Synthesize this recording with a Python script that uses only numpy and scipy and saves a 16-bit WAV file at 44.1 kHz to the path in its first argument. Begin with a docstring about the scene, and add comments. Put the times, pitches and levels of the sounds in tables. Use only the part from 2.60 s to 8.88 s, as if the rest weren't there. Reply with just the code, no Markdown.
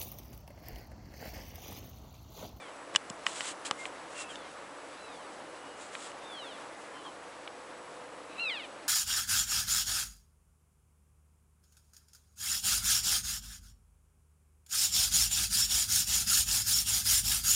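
"""Elk on a snowy slope

Far elk mew: tight vocal folds give thin, high squeals that break and slide down, scattered by the
hillside along with two pipes from a small bird. Midway a faint, thin tone holds near 2.9 kHz.
Up close, fingers knock and rub on a hand-held camera, ringing its case. The camera whines faintly;
the valley rushes and drones behind it all."""
import sys
import numpy as np
from scipy import signal
from scipy.fft import rfft, irfft, next_fast_len
from scipy.io import wavfile

SR = 44100
rng = np.random.default_rng(int(sys.argv[2]) if len(sys.argv) > 2 else 0)


def to_wav(sig):
    """Store sig (one row per channel, or 1-D mono) as 16-bit WAV at the path in sys.argv[1].

    Samples outside -1..1 are clipped; the rate is SR.
    """
    pcm = np.clip(np.atleast_2d(sig), -1, 1) * 32767
    pcm = np.round(pcm).astype(np.int16)
    wavfile.write(sys.argv[1], SR, pcm.T)  # frames by channels


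N = 276948
T = np.arange(N) / SR
FREQS = np.fft.rfftfreq(N, 1 / SR)


def undb(db):
    """Decibels to gain."""
    return 10 ** (np.asarray(db) / 20)


def unit(x):
    """Scale to rms 1."""
    return x / np.sqrt(np.mean(x ** 2))


def equalise(x, curve):
    """Filter by an EQ curve of (f/Hz, gain/dB) points; rms 1."""
    hz, db = np.transpose(curve)
    gain = undb(np.interp(np.log(np.maximum(FREQS, 1)), np.log(hz), db))
    return unit(irfft(rfft(x) * gain, N))


def noise_band(hz, width_hz, size=N):
    """Noise in one narrow bell; rms 1."""
    padded = next_fast_len(size, real=True)
    f = np.fft.rfftfreq(padded, 1 / SR)
    bell = np.exp(-2 * ((f - hz) / width_hz) ** 2)
    return unit(irfft(rfft(rng.standard_normal(padded)) * bell, padded)[:size])


def wobble(rate_hz, size=N):
    """Random modulation up to about the given rate; rms 1."""
    return noise_band(0, rate_hz, size)


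# EQ of the valley bed: f/Hz, gain/dB
VALLEY_EQ = [(25, -24), (55, -32.5), (110, -16), (255, -9), (330, -3), (400, -6.5), (500, -0.5), (720, -3),
             (1150, -3.5), (2000, -11), (3000, -17), (4500, -20.5), (7800, -24), (11000, -26)]
def valley(level_db=-47.5, swell_db=1.05, flicker_db=1.0):
    """A distant rush whose octaves swell together and flicker alone."""
    octaves = np.log2(np.maximum(FREQS, 1))
    spectrum = rfft(equalise(rng.standard_normal(N), VALLEY_EQ))
    rush = np.zeros(N)
    for centre in range(4, 15):
        octave_band = irfft(spectrum * np.maximum(1 - np.abs(octaves - centre), 0), N)
        rush += octave_band * undb(flicker_db * wobble(20.5))
    return unit(rush) * undb(level_db + swell_db * wobble(0.75))


# Slow swell of one distant drone: t/s, level/dB
DRONE_SWELL = [(0, -66), (4.2, -63.5), (5.15, -57), (6.28, -60.5)]
# Narrow drones and whines: f/Hz, width/Hz, level/dB
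HUM_BANDS = [(275.8, 8.4, -67.5), (300, 19, -64.5), (569, 46, -63), (2880, 82, -73), (7860, 8, -75.5),
             (7920, 110, -72)]
def hums(motor_hz=70.8, motor_db=-78, waver=.3):
    """Low distant drones, and the faint hum and whine of the running camera."""
    motor = np.sqrt(2) * np.sin(2 * np.pi * motor_hz * T) * (1 + waver * wobble(3.9))
    drone = undb(np.interp(T, *np.transpose(DRONE_SWELL))) * noise_band(hz=499, width_hz=43)
    steady = sum(undb(db) * noise_band(hz, width) for hz, width, db in HUM_BANDS)
    return undb(motor_db) * motor + drone + steady


# EQ of skin hissing on the case: f/Hz, gain/dB
RUB_EQ = [(80, -28), (300, -27), (1000, 3), (2000, 1.5), (3200, 3), (4500, -0.5), (6000, -2.5), (7000, 3),
          (7850, 4.5), (8800, -0.5), (11000, -11)]
# Finger strokes: start/s, rise/s, fall/s, level/dB
FINGER_STROKES = [(.338, .02, .015, -40), (.493, .007, .012, -49), (.657, .012, .08, -42),
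                  (.69, .085, .085, -42), (.785, .105, .045, -37.8), (1.048, .007, .043, -36.7),
                  (1.17, .035, .055, -48.5), (1.225, .04, .03, -49.5), (1.47, .06, .06, -56),
                  (1.545, .06, .045, -41), (1.685, .025, .075, -50.5), (3.15, .07, .1, -52),
                  (3.31, .035, .03, -49), (3.345, .095, .085, -46.7)]
def rubbing(resting_db=-71, grain_db=3.5, grip_db=1.0, speed_curve=1.5):
    """Tiny slips of skin on plastic hiss through the case, louder as each stroke speeds up."""
    slips = rng.standard_normal(N) * undb(grain_db * rng.standard_normal(N))
    power = undb(resting_db) ** 2
    for start, rise, fall, db in FINGER_STROKES:
        speed = np.interp(T, [start, start + rise, start + rise + fall], [0, 1, 0])
        power = power + undb(db) ** 2 * speed ** speed_curve
    unsteady_grip = undb(grip_db * wobble(86))
    return equalise(slips, RUB_EQ) * np.sqrt(power) * unsteady_grip


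# Modes of the camera's case: f/Hz, gain/dB, t60/s
CASE_MODES = [(196, -15, 0.019), (524, -8, 0.014), (810, -3, 0.018), (1160, 7, 0.0082), (1630, -3, 0.015),
              (1890, -3, 0.011), (2370, 0, 0.0084), (2920, -0.5, 0.013), (3420, -16, 0.032),
              (4230, -11, 0.0084), (5150, -3, 0.0072), (7040, -2.5, 0.0073), (7530, -3, 0.0074)]
# Finger knocks: t/s, level over 4 ms/dB, favoured f/Hz, fall-off either side/(dB per octave)
FINGER_KNOCKS = [(0.3504, -27.5, 1700, 14), (.3599, -21, 4800, 21), (0.3609, -18.5, 2840, 20),
                 (0.5004, -37.5, 7500, 7), (0.5036, -37.5, 190, 14), (0.6654, -34, 5000, 14.5),
                 (0.6664, -22, 1960, 15), (0.8075, -30, 1300, 7), (1.1113, -23, 550, 4.5),
                 (1.2551, -32.5, 1660, 16), (1.757, -41, 3170, 20), (3.3522, -34.5, 2080, 20),
                 (3.518, -47, 3200, 15), (4.8743, -46, 1000, 15), (4.8768, -38, 2400, 19)]
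def knocks(chatter=0.17, chatter_s=.0012, low_hz=90, soft_hz=8200, reach_db=20):
    """Each knock is one sharp contact and a brief chatter, ringing the case's well-damped modes."""
    out, t = np.zeros(N), T[:2048]
    hz, mode_db, t60 = np.transpose(CASE_MODES)
    modes = np.exp(-np.log(1000) * t / t60[:, None]) * np.cos(2 * np.pi * hz[:, None] * t)
    for start, db, favoured_hz, falloff in FINGER_KNOCKS:
        ring = undb(mode_db - falloff * np.abs(np.log2(hz / favoured_hz))) @ modes
        contact = chatter * rng.standard_normal(len(t)) * np.exp(-t / chatter_s)
        contact[0] = 1
        # the small case gives no deep bass; a fingertip rounds off the treble the blow barely reaches
        reach_hz = min(favoured_hz * 2 ** (reach_db / falloff), soft_hz, SR / 3)
        soften = signal.butter(4, [low_hz, reach_hz], "band", fs=SR, output="sos")
        hit = signal.sosfilt(soften, signal.fftconvolve(ring, contact)[:len(t)])
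        i = int(start * SR)
        out[i:i + len(t)] += undb(db) * hit * np.sqrt(.004 * SR / np.sum(hit ** 2))
    return out


def hillside(x, scatter_db=-12, scatter_s=0.011, tail_db=-23, t60=.95):
    """Quick scatter off the ground makes gliding harmonics flutter; rock and trees add a weak tail."""
    t = T[:SR]
    scatter = rng.standard_normal(SR) * np.exp(-t / scatter_s) * (t > .002)
    tail = rng.standard_normal(SR) * np.exp(-np.log(1000) * t / t60)
    scatter *= undb(scatter_db) / np.linalg.norm(scatter)
    tail *= undb(tail_db) / np.linalg.norm(tail)
    return x + signal.fftconvolve(x, scatter + tail)[:N]


# Bird pipes: start/s, length/s, f/Hz, level/dB
BIRD_NOTES = [(1.17, 0.087, 2112, -43), (1.837, 0.055, 2120, -53.5)]
def bird(sag=.018):
    """Short pure notes whose pitch sags a little in the middle."""
    out = np.zeros(N)
    for start, length, hz, db in BIRD_NOTES:
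        progress = np.clip((T - start) / length, 0, 1)
        pitch = hz * (1 + sag * (2 * progress - 1) ** 2)
        phase = 2 * np.pi * np.cumsum(pitch) / SR
        out += undb(db) * np.sin(np.pi * progress) * np.sin(phase)
    return out


def throat(hz, throat_hz, width_octaves, fundamental_db, nose_hz=5100):
    """Each harmonic lights up as it passes the throat's resonance; the nose cuts off the top."""
    phase = 2 * np.pi * np.cumsum(hz) / SR
    voice = undb(fundamental_db) * np.sin(phase)
    for k in range(2, 10):
        resonance = undb(-12 * (np.log2(k * hz / throat_hz) / width_octaves) ** 2)
        nose = 1 / (1 + (k * hz / nose_hz) ** 20)
        voice += resonance * nose * np.sin(k * phase)
    return voice


LEAD_S, LEAD_DB, LEAD_RASP = .11, -19, .9  # hoarse lead-in before the folds catch
FADE_DB, FADE_CURVE, SLACK_RASP = 21, 1.6, .35  # the release sinks ever faster as the folds slacken
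CRACK_S, CRACK_RASP, CRACK_DB = .004, .3, 3  # a register flip: its speed, added rasp and surge
# The voice cracks into another register: t/s, pitch ratio
VOICE_CRACKS = [(2.378, 1.1), (5.797, 1.05), (5.901, .935)]
# High squeals: the row at 2.75 s is a faint, thin held tone near 2.9 kHz; the others are elk mews.
# start/s, attack/s, release/s, level/dB, pitch crest/s, top pitch/Hz, pitch halving time/s,
# rasp (0-1), resonance/Hz, its width/octaves, fundamental gain/dB
SQUEALS = [ (0.0, .008, .19, -51, -.065, 1260, .31, .1, 2560, .6, -20),
           (1.545, .03, .15, -43, 1.45, 1405, .85, .3, 2700, .36, -15),
           (1.685, .022, .04, -44, 1.665, 1130, .175, .4, 3200, .3, -20),
           (1.69, .03, .1, -55, 1.745, 1380, .32, .3, 2700, .36, -15),
           (1.73, .02, .25, -55, 1.55, 1045, .555, .2, 3450, .39, -20),
           (2.29, .12, .5, -56, 2.41, 1345, .365, .15, 3200, 1.0, -15),
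           (2.75, .3, .35, -60, 3.05, 1456, 3.5, .45, 2880, .4, -20),
           (3.61, .16, .27, -44, 3.655, 1205, .335, .08, 3250, .42, -18),
           (4.33, .03, .14, -53, 4.30, 1050, .53, .55, 3250, .35, 0),
           (4.435, .028, .05, -47, 4.41, 1140, .235, .3, 3250, .35, 0),
           (5.776, .045, .25, -30.7, 5.805, 1388, .228, .05, 2600, .75, -19), ]
def squeal(start, attack, release, level_db, crest, top_hz, halving_s, base_rasp,
           resonance_hz, width_octaves, fundamental_db, jitter=0.0045, shimmer_db=0.75, edge_s=.012):
    """A thin harmonic stack: an elk's tight folds arch it and slide it down; slow halving holds it."""
    sounding = (T > start - LEAD_S) & (T < start + attack + release)
    t = T[sounding]
    rise = np.clip((t - start) / attack, 0, 1)
    spent = np.clip((t - start - attack) / release, 0, 1)
    lead = undb(LEAD_DB) * np.clip((t - start) / LEAD_S + 1, 0, 1) * (1 - rise)
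    end_fade = np.clip((t[-1] - t) / edge_s, 0, 1)
    effort = (lead + rise) * undb(level_db - FADE_DB * spent ** FADE_CURVE) * end_fade
    pitch = top_hz / (1 + ((np.maximum(t, start) - crest) / halving_s) ** 2)
    rasp = base_rasp + LEAD_RASP * lead / (lead + rise + 1e-9) + SLACK_RASP * spent ** 2
    for when, ratio in VOICE_CRACKS:
        flip = np.tanh((t - when) / CRACK_S)
        cracking = 1 - flip ** 2
        pitch *= ratio ** ((flip - np.sign(crest - when)) / 2)  # the crest keeps its pitch
        rasp += CRACK_RASP * cracking
        effort *= undb(CRACK_DB * cracking)
    rasp = np.clip(rasp, 0, 1)
    pitch *= 1 + jitter * wobble(200, len(t))
    voice = throat(pitch, resonance_hz, width_octaves, fundamental_db)
    # loose, uneven closures smear each harmonic into a hoarse band
    voice *= np.sqrt(1 - rasp ** 2) + rasp * wobble(560, len(t))
    out = np.zeros(N)
    out[sounding] = voice * effort * undb(shimmer_db * wobble(120, len(t)))
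    return out


def scene():
    """Far animals, a faint held tone and close handling noise over the valley bed, in mono."""
    squeals = sum(squeal(*row) for row in SQUEALS)
    scattered = hillside(squeals + bird())
    return (scattered + knocks() + rubbing() + valley() + hums())[None]


def record(dry):
    """The camera cuts the top steeply."""
    high_cut = signal.ellip(12, .2, 70, 11050, fs=SR, output="sos")
    return signal.sosfilt(high_cut, dry)


dry = scene()
out = record(dry)
to_wav(out)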